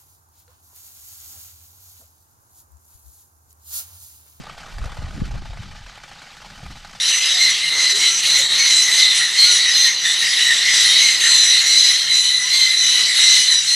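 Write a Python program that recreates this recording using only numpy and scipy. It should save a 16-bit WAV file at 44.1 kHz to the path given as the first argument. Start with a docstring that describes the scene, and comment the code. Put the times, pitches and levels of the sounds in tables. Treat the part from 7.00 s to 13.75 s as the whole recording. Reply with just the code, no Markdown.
"""Harsh, overlapping screeches of small parrots on the floor of a large room, a metre or two away.
Each screech is a rough, fluttering stack of harmonics on about 2 kHz that often breaks into half pitch.
Near birds lead call by call and a crowd of generated calls fills in behind, with a few soft hoots.
Decaying noise makes the room's echoes; filtered noise and a wavering sine make the ventilation."""
import sys
import numpy as np
from scipy import signal
from scipy.fft import rfft, irfft, next_fast_len
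from scipy.io import wavfile
from scipy.ndimage import uniform_filter1d

SR = 44100
rng = np.random.default_rng(int(sys.argv[2]) if len(sys.argv) > 2 else 0)


def digitize_waveform(pressure):
    """Quantize a signal to 16-bit integers and store it at the path in sys.argv[1].

    Rows of a 2-D input are taken as channels; values are limited to [-1, 1].
    """
    field = np.atleast_2d(pressure).T
    bounded = np.clip(field, -1, 1)
    quanta = np.round(bounded * 32767).astype(np.int16)
    wavfile.write(sys.argv[1], SR, quanta)


def voltage_ratio(decibels):
    """Convert decibels (scalar or array-like) to amplitude ratios, 20 dB per decade."""
    exponent = np.asarray(decibels, float) / 20
    return 10 ** exponent


N = 297658
T = np.arange(N) / SR
# partial strengths, half-pitch ones included: multiple, dull_db, shrill_db, piercing_db, broken_db, crowd_db
PARTIAL_STRENGTHS = [(.5, -76, -34, -38, -35, -42), (1, 0, -19, -13.5, -14, -3),
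                     (1.5, -41.5, -39, -16, -7.5, -6.5), (2, -1.5, 6, -10, -4, 6),
                     (2.5, -49, -60, -38, -23, -10), (3, -14, -16, 3.5, -21, -0.5),
                     (3.5, -40, -36, -7.5, -24, -11.5), (4, -40, -30, -6.5, -29, -4),
                     (4.5, -26, -24, -16, -37, -14.5), (5, -36, -15, -11.5, -34, -12.5),
                     (5.5, -26, -17.5, -14.5, -29, -23)]


def level(x, db):
    """Scale to an rms level."""
    return x * voltage_ratio(db) / np.sqrt(np.mean(x ** 2))


def colour(x, points):
    """Filter by (Hz, dB) points joined on a log-frequency axis."""
    size = next_fast_len(len(x))
    hz, db = np.transpose(points)
    log_hz = np.log(np.arange(size // 2 + 1) * SR / size + 1)
    gain = voltage_ratio(np.interp(log_hz, np.log(hz), db))
    return irfft(rfft(x, size) * gain, size)[:len(x)]


def walk(size, rate_hz):
    """Random drift of spread near 1 that turns about rate_hz times a second."""
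    place = np.arange(size) * rate_hz / SR
    knots = rng.standard_normal(size // 40 + 2)
    return 1.22 * np.interp(place, np.arange(len(knots)), knots)  # 1.22 makes up for interpolation


def patches(size, rate_hz, spread_db):
    """A random gain that comes and goes about rate_hz times a second."""
    place = np.arange(size) * rate_hz / SR
    knots = voltage_ratio(spread_db * rng.standard_normal(size // 800 + 2))
    return np.interp(place, np.arange(len(knots)), knots)


def ventilation():
    """Broad, gusty noise for the rush of air, and a wavering sine hum that swells now and then."""
    # spectrum of the rush: frequency_hz, relative density_db (per Hz)
    air_spectrum = [(25, -15), (45, -19), (63, 0.5), (90, -6), (130, -6), (250, -7.5), (400, -3.5),
                    (700, -4), (1300, 1.5), (2000, -5.5), (3500, -18.5)]
    # course of the rush: time_s, gain_db
    air_course = [(0.0, -50), (1.88, -44.5), (2.25, -48.5), (3.21, -47.5), (3.8, -45), (5.32, -54),
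                  (6.03, -51), (6.75, -52)]
    # hum swells: start_s, length_s, amplitude_db
    hum_swells = [(0.434, 0.126, -58), (0.645, 0.049, -51), (0.984, 0.69, -59), (1.69, 0.066, -54),
                  (2.183, 0.065, -55), (2.666, 0.25, -57), (3.025, 0.048, -57), (3.221, 0.081, -54.5),
                  (3.646, 0.5, -56.5), (4.272, 0.22, -59), (4.646, 0.034, -61.5), (4.843, 0.046, -85),
                  (5.052, 0.11, -56), (5.337, 0.3, -61), (5.825, 0.069, -53), (6.03, 0.025, -53),
                  (6.204, 0.088, -60), (6.366, 0.052, -55), (6.515, 0.17, -57)]
    hum_hz, hum_db, hum_edge_s = 155, -66.5, 0.013

    air = level(colour(rng.standard_normal(N), air_spectrum), 4)  # dB rms ahead of the course
    air = air * patches(N, 9, 2.2) * voltage_ratio(np.interp(T, *np.transpose(air_course)))
    hum = np.sin(2 * np.pi * np.cumsum(hum_hz + 5.47 * walk(N, 16)) / SR)
    swell = 0
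    for start_s, length_s, db in hum_swells:
        inside_s = np.minimum(T - start_s, start_s + length_s - T)
        swell = swell + voltage_ratio(db) * np.clip(inside_s / hum_edge_s + .5, 0, 1)
    return air + hum * (voltage_ratio(hum_db) + swell) * voltage_ratio(1.3 * walk(N, 8.8))


def hoots():
    """Short, low sine tones of unsteady pitch that swell and fade."""
    # hoots: peak_s, pitch_hz, amplitude_db, length_s (full width at 1/e)
    hoot_list = [(.37, 730, -41.5, 0.056), (0.952, 400, -36, 0.053), (1.02, 360, -46.5, 0.26),
                 (1.12, 1370, -38.5, .1), (2.499, 1423, -31, 0.1), (1.403, 570, -39, 0.044),
                 (2.528, 420, -44, 0.066), (2.777, 340, -50, 0.038), (4.671, 480, -45, 0.035),
                 (4.766, 330, -43, 0.044), (5.457, 1000, -41, 0.041)]
    out = np.zeros(N)
    for peak_s, hz, db, length_s in hoot_list:
        swell = np.exp(-((T - peak_s) / length_s * 2) ** 2)
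        pitch_hz = hz + 22 * walk(N, 60)
        out += voltage_ratio(db) * swell * np.sin(2 * np.pi * np.cumsum(pitch_hz) / SR)
    return out


def rasping(db):
    """Turbulent air in throat and beak, as filtered noise."""
    # rasp spectrum: frequency_hz, relative density_db (per Hz)
    rasp_spectrum = [(600, -36), (1000, -28), (1300, -14), (1700, -7.5), (2500, -0.5), (3500, 3), (5000, 0),
                     (7000, -8.5), (9000, -7), (12000, -15)]
    return level(colour(rng.standard_normal(N), rasp_spectrum), db)


def screech(pitch_hz, partial_db, rough, flutter, flutter_hz, patchy_db, rasp):
    """One syrinx: in each flutter the pitch slides up and snaps back; it shakes at random, partials come and go."""
    size = len(pitch_hz)
    beat_hz = flutter_hz * (1 + .25 * walk(size, 30))
    beat = (np.cumsum(beat_hz) / SR + rng.random()) % 1
    slide = uniform_filter1d(2 * beat - 1, size=60)
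    shake = 1 + flutter * slide * (1 + 0.5 * walk(size, 6.9)) + rough * walk(size, 499.7)
    half = np.exp(1j * np.pi * np.cumsum(pitch_hz * shake) / SR)  # turns at half pitch
    tone, turn = 0, 1
    for db in partial_db:
        turn = turn * half  # each power is the next partial
        tone = tone + voltage_ratio(db) * patches(size, 15.04, patchy_db) * turn.imag
    snap = slide ** 4  # the tone weakens at the snap and air rasps through
    return (1 - .5 * snap) * tone + (0.49 + snap) * rasp


def crowd(count):
    """Many overlapping calls, each rising quickly, holding and sagging at the end."""
    # course of the crowd: time_s, running rms level_db, brightness_db (per octave)
    crowd_course = [(0, -20.5, 1.5), (.45, -19.5, -2), (.63, -20.5, -0.5), (1.3, -18, 1),
                    (1.5, -20.5, -2.5), (2.05, -15.5, -0.5), (2.3, -19.5, -1.5), (2.45, -18.5, -1.5),
                    (2.8, -18.5, -2.5), (2.97, -21.5, -3.5), (3.8, -14.5, -1.5), (4.2, -19, -2),
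                    (4.32, -17, 1), (4.9, -19, 0), (5.06, -22, -0.5), (5.7, -22.5, 2.5), (6.3, -16, 3),
                    (6.75, -23, 3)]
    time_s, level_db, tilt_db = np.transpose(crowd_course)
    multiple, partial_db = np.transpose(PARTIAL_STRENGTHS)[[0, 5]]
    size = 7000  # samples per call
    out = np.zeros(N + 2 * size)
    air = np.pad(rasping(6.4), size, "wrap")
    u = np.arange(size) / size
    shape = np.minimum(u / 0.079, 1) * np.minimum((1 - u) / 0.23, 1)
    starts = np.linspace(0, N + size, count).astype(int)
    traits = np.tanh(rng.standard_normal((count, 3)))
    for start, (pitch, arch, near) in zip(starts, traits):
        contour = 1 - 0.10116 * np.exp(-u / 0.06034) - (0.0584 + 0.0594 * arch) * u ** 4
        middle_s = (start - size / 2) / SR
        tilt = np.interp(middle_s, time_s, tilt_db) * np.log2(multiple / 2.06)
        call = screech(2020 * (1 + .035 * pitch) * contour, partial_db + tilt, rough=0.0307,
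                       flutter=0.0667, flutter_hz=65.68, patchy_db=6.0,
                       rasp=np.roll(air[start:start + size], start))
        out[start:start + size] += voltage_ratio(2.4 * near) * shape * call
    out = out[size:size + N]
    running_rms = np.sqrt(uniform_filter1d(out ** 2, size=2001))
    return out * voltage_ratio(np.interp(T, time_s, level_db)) / running_rms


def uneven(x, spread_db):
    """Uneven grain: each 700 Hz band of the crowd comes and goes at random by itself."""
    size = next_fast_len(N)
    spectrum = rfft(x, size)
    hz = np.arange(size // 2 + 1) * SR / size
    out = np.zeros(N)
    for k in range(18):
        triangle = np.maximum(1 - np.abs(hz / 700 - k), 0)
        out += patches(N, 22, spread_db) * irfft(spectrum * triangle, size)[:N]
    return out


def screeches():
    """Each near call bends from its first pitch to its last; a neighbour joins on a slightly different pitch."""
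    # near calls: start_s, length_s, strongest partial's start_hz and end_hz, running rms level_db
    calls = [(0.0, 0.086, 3920, 4130, -21), (0.0, 0.14, 5770, 6040, -25), (0.035, 0.1, 3090, 3300, -24.5),
             (0.055, 0.074, 3990, 4020, -22.5), (0.071, 0.165, 6080, 5950, -21),
             (0.106, 0.178, 2046, 2037, -25.5), (0.218, 0.19, 3940, 3790, -21.5),
             (0.283, 0.11, 5750, 5845, -33), (0.29, 0.11, 2930, 3120, -30), (0.371, 0.15, 4090, 4064, -18),
             (0.383, 0.15, 2088, 2010, -18), (0.395, 0.095, 5930, 5310, -22.5),
             (0.487, 0.052, 6100, 5640, -17), (0.503, 0.12, 3250, 3370, -28),
             (0.609, 0.24, 2090, 2065, -26), (0.654, 0.06, 2910, 2920, -23), (0.662, 0.1, 4100, 4120, -25),
             (0.763, 0.2, 4090, 3900, -24.5), (0.782, 0.15, 2068, 2022, -19.5),
             (0.783, 0.11, 5980, 6070, -27), (0.883, 0.065, 6100, 5595, -20.5),
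             (0.896, 0.093, 4070, 3995, -18.5), (0.956, 0.13, 3030, 3510, -26),
             (0.978, 0.18, 5730, 5950, -23), (0.989, 0.14, 2110, 1960, -24.5),
             (0.998, 0.12, 3960, 4035, -18.5), (1.228, 0.2, 3290, 3290, -27),
             (1.245, 0.19, 4040, 4150, -18), (1.248, 0.18, 6090, 5850, -24), (1.33, 0.1, 2056, 1980, -23),
             (1.372, 0.064, 7100, 6240, -22), (1.411, 0.1, 3840, 4005, -20), (1.432, 0.16, 3220, 3145, -24),
             (1.489, 0.098, 3800, 4215, -18), (1.563, 0.14, 4240, 4085, -18.5),
             (1.568, 0.18, 6160, 5960, -20), (1.583, 0.17, 2220, 1990, -23), (1.636, 0.14, 2963, 3200, -23),
             (1.695, 0.16, 4020, 4000, -15.5), (1.702, 0.17, 6020, 6120, -25),
             (1.751, 0.19, 2054, 1990, -26), (1.81, 0.095, 3200, 3120, -35), (1.897, 0.16, 4030, 4060, -19),
             (1.914, 0.16, 6140, 5790, -23), (1.949, 0.169, 2070, 1975, -19),
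             (1.973, 0.28, 3080, 3330, -31), (2.061, 0.23, 4134, 3950, -23),
             (2.09, 0.199, 5770, 5740, -26.5), (2.124, 0.114, 1980, 1847, -37),
             (2.351, 0.076, 2040, 1925, -30), (2.355, 0.13, 3037, 3475, -19.5),
             (2.375, 0.11, 4247, 4074, -10.5), (2.42, 0.13, 6130, 5995, -22),
             (2.439, 0.22, 2067, 1970, -30), (2.468, 0.094, 4040, 3924, -16),
             (2.496, 0.11, 5960, 5650, -18.5), (2.534, 0.13, 3980, 3760, -21.5),
             (2.612, 0.048, 1974, 1980, -30), (2.647, 0.096, 3870, 4020, -21.5),
             (2.7, 0.05, 2950, 2945, -19.5), (2.711, 0.18, 1972, 2027, -34),
             (2.729, 0.176, 4165, 4102, -15.5), (2.76, 0.14, 3750, 3560, -22),
             (2.761, 0.147, 6310, 6000, -21.5), (2.838, 0.066, 3260, 3230, -34),
             (2.855, 0.043, 3100, 2970, -14), (3.011, 0.14, 2012, 1976, -23.5),
             (3.035, 0.071, 1864, 1750, -21), (3.039, 0.13, 5900, 5700, -24),
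             (3.04, 0.1, 3600, 3457, -21.5), (3.052, 0.13, 3650, 3940, -23.5),
             (3.163, 0.11, 3854, 3880, -20), (3.207, 0.168, 5700, 6075, -27.5),
             (3.224, 0.19, 2020, 1945, -30.5), (3.296, 0.085, 3180, 3140, -24),
             (3.353, 0.2, 3887, 3860, -19), (3.39, 0.13, 5700, 5820, -25), (3.392, 0.17, 1951, 1935, -24.5),
             (3.595, 0.1, 3630, 3895, -27.5), (3.608, 0.15, 1986, 1890, -38),
             (3.606, 0.45, 5590, 5570, -45.5), (3.651, 0.22, 3030, 3440, -29),
             (3.655, 0.058, 5520, 5100, -22), (3.723, 0.15, 1962, 2010, -23.5),
             (3.746, 0.14, 3930, 3796, -18), (3.778, 0.2, 5730, 5870, -25.5), (3.83, 0.18, 3120, 3430, -21),
             (3.858, 0.029, 3200, 3195, -23), (3.87, 0.18, 1970, 2080, -24),
             (3.882, 0.22, 3763, 4095, -16.5), (3.966, 0.21, 6050, 6200, -23),
             (3.967, 0.22, 3010, 3200, -37), (3.997, 0.19, 2164, 1956, -20.5),
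             (4.035, 0.11, 4000, 4030, -34), (4.194, 0.13, 3950, 4180, -19.5),
             (4.195, 0.2, 6280, 5950, -20.5), (4.203, 0.17, 1936, 2073, -25.5),
             (4.279, 0.2, 4120, 3990, -14), (4.3, 0.2, 3000, 3005, -39.5), (4.334, 0.21, 6060, 5870, -19.5),
             (4.457, 0.19, 3960, 4153, -16), (4.473, 0.14, 5880, 5720, -29),
             (4.495, 0.12, 2035, 2063, -19.5), (4.493, 0.195, 3070, 3005, -38),
             (4.597, 0.199, 2080, 2040, -25.5), (4.652, 0.17, 5970, 5920, -21),
             (4.657, 0.18, 4040, 4006, -16), (4.719, 0.22, 3025, 2980, -31), (4.763, 0.17, 4055, 3940, -14),
             (4.796, 0.18, 5900, 6005, -22), (4.832, 0.16, 1990, 2045, -24.5),
             (4.911, 0.14, 4070, 4005, -21), (4.963, 0.15, 3150, 3130, -25),
             (5.087, 0.154, 4007, 4013, -15), (5.094, 0.15, 2117, 2003, -28),
             (5.118, 0.187, 5890, 5890, -23), (5.214, 0.14, 3025, 3005, -24),
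             (5.223, 0.19, 3952, 4085, -18.5), (5.281, 0.25, 2047, 2014, -26),
             (5.384, 0.15, 5930, 5885, -27), (5.493, 0.18, 4135, 4104, -16.5),
             (5.502, 0.1, 2044, 2055, -23), (5.52, 0.075, 3460, 3340, -20),
             (5.521, 0.21, 6140, 6160, -25.5), (5.579, 0.166, 2067, 2047, -20.5),
             (5.58, 0.13, 3130, 3040, -23.5), (5.681, 0.21, 4016, 3956, -17.5),
             (5.757, 0.19, 5830, 5855, -23), (5.798, 0.29, 3000, 3010, -25),
             (5.804, 0.083, 2010, 1995, -24), (5.857, 0.16, 3893, 4025, -19),
             (5.896, 0.13, 3030, 2970, -24), (5.908, 0.16, 5800, 6040, -31.5),
             (5.914, 0.24, 2994, 3020, -27.5), (5.939, 0.2, 2000, 2006, -23.5),
             (6.039, 0.22, 5790, 5975, -31), (6.133, 0.098, 2008, 2104, -24.5),
             (6.156, 0.191, 3040, 3040, -27), (6.157, 0.19, 3902, 3980, -16),
             (6.188, 0.22, 5870, 6000, -21.5), (6.211, 0.2, 2076, 2005, -20.5),
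             (6.289, 0.2, 3017, 2980, -23), (6.33, 0.11, 4040, 4140, -19.5), (6.35, 0.16, 5970, 5930, -27),
             (6.382, 0.35, 2029, 2034, -36.5), (6.465, 0.16, 4060, 3846, -17),
             (6.498, 0.076, 6020, 5730, -18.5), (6.661, 0.16, 5860, 6065, -26),
             (6.666, 0.2, 4130, 4080, -15.5), (6.697, 0.13, 1937, 1890, -30)]
    # The strongest partial tells the voice: turned away (dull), broken into half pitch,
    # facing the listener (shrill), beak wide (piercing).
    # voices: top_hz of that partial, its multiple, column of PARTIAL_STRENGTHS,
    # roughness and flutter (shares of the pitch, ahead of force)
    voices = [(2550, 1, 1, .009, .016), (3520, 1.5, 4, .01, .013), (5000, 2, 2, .008, .024),
              (9000, 3, 3, .009, .017)]
    attack_s, release_s = 0.02, 0.038
    neighbour_db = -26  # nominal, never above the lead: the loudest calls stand clear
    force_from_db, force_span_db = -20, 8  # louder calls flutter up to twice as deep, half as rough

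    size = 11500  # samples per call
    out = np.zeros(N + size)
    air = np.pad(rasping(-17), (0, size), "wrap")
    t = np.arange(size) / SR
    for start_s, length_s, start_hz, end_hz, db in calls:
        mean_hz = (start_hz + end_hz) / 2
        _, multiple, column, rough, flutter = next(v for v in voices if mean_hz < v[0])
        partial_db = np.transpose(PARTIAL_STRENGTHS)[column]
        start = int(start_s * SR)
        force = 1 + np.clip((db - force_from_db) / force_span_db, 0, 1)
        bend = np.minimum(t / length_s, 1) ** 1.5
        pitch_hz = (start_hz + (end_hz - start_hz) * bend) / multiple
        lead, neighbour = (
            screech(pitch_hz * (1 + drift * walk(size, 6)), partial_db, rough / force, flutter * force,
                    flutter_hz=61.63, patchy_db=3.0, rasp=air[start:start + size])
            for drift in (.004, .025))
        neighbour_gain = voltage_ratio(min(neighbour_db - db, 0)) * patches(size, 9.7, 3.03)
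        pair = lead + neighbour_gain * neighbour
        left_s = min(length_s, size / SR) - t
        shape = np.clip(t / attack_s, 0, 1) * np.clip(left_s / release_s, 0, 1)
        running_rms = np.sqrt(uniform_filter1d(pair ** 2, size=2001))
        out[start:start + size] += voltage_ratio(db) * shape * pair / running_rms
    return out[:N]


def room(x):
    """Dense echoes from hard floor and walls: convolution with decaying noise of unit energy."""
    t60_s, rise_s = 0.72, 0.0023
    t = np.arange(SR) / SR
    decay = np.exp(-np.log(1000) * t / t60_s)
    tail = rng.standard_normal(SR) * decay * np.minimum(t / rise_s, 1)
    return signal.fftconvolve(x, tail / np.sqrt(np.sum(tail ** 2)))[:N]


def scene():
    """Near screeches and crowd in the room, with hoots, over the ventilation."""
    # brief dips of the whole level: centre_s, depth_db, length_s (half width at 1/e)
    dips = [(0.202, -6, 0.0079), (0.674, -2.5, 0.0063), (0.941, -5.5, 0.012), (1.219, -3.5, 0.011),
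            (1.48, -5.5, 0.014), (5.448, 0, 0.0094)]
    answer = 0.18  # how far the crowd swells with the near calls (0 not, 1 fully)
    room_db = -7
    near = screeches()
    near_power = np.abs(uniform_filter1d(near ** 2, size=2500)) / np.mean(near ** 2)
    stir = np.sqrt(near_power + 0.09)
    birds = near + stir ** answer * uneven(crowd(count=120), spread_db=2.8)
    mono = birds + voltage_ratio(room_db) * room(birds) + hoots() + ventilation()
    dip_db = sum(db * np.exp(-((T - s) / length_s) ** 2) for s, db, length_s in dips)
    return np.tile(mono * voltage_ratio(dip_db), (2, 1))


def flicker(mid):
    """Left-right part: narrow treble bands drift apart between the channels in short patches."""
    # left-right part: band's low edge_hz, gain_db
    width_points = [(4400, -20.5), (4860, 1.5), (5900, -21), (7000, 1.5), (9000, -21.5), (12000, -4)]
    hz, db = np.transpose(width_points)
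    side, hold, band_hz = 0, 1024, 560  # hold in samples
    for low_hz in np.arange(4300, 11900, band_hz):
        sos = signal.butter(4, [low_hz, low_hz + band_hz], "band", fs=SR, output="sos")
        band = signal.sosfilt(sos, mid)
        held = np.repeat(rng.standard_normal(N // hold + 1), hold)[:N]
        on = held + .7 * walk(N, 6) > 1.3
        side = side + voltage_ratio(np.interp(low_hz, hz, db)) * uniform_filter1d(1. * on, size=hold) * band
    return side


def low_pass(x):
    """Removes everything above the highest recorded frequency."""
    return signal.sosfilt(signal.butter(12, 12050, fs=SR, output="sos"), x)


def record(dry):
    """Nearly the same on both channels, only the treble flickers apart; the loudest peaks are rounded and clip."""
    # overall colour, with a narrow notch near 8.7 kHz: frequency_hz, gain_db
    overall_colour = [(200, 2.5), (1500, 2), (3000, 0), (5000, 0), (7000, 1), (8450, -1.5), (8700, -12),
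                      (9300, -1), (9650, 3.5), (10400, -6.5), (10800, -2), (11200, -7.5), (12000, 2.5)]
    mid = np.clip(colour(dry[0], overall_colour), -1.05, 1.05)
    mid = mid - .12 * mid ** 3
    side = np.roll(flicker(mid), shift=400)  # samples late
    mix = np.clip(mid + np.outer([1, -1], side), -1, 1)
    return low_pass(mix)


dry = scene()
out = record(dry)
digitize_waveform(out)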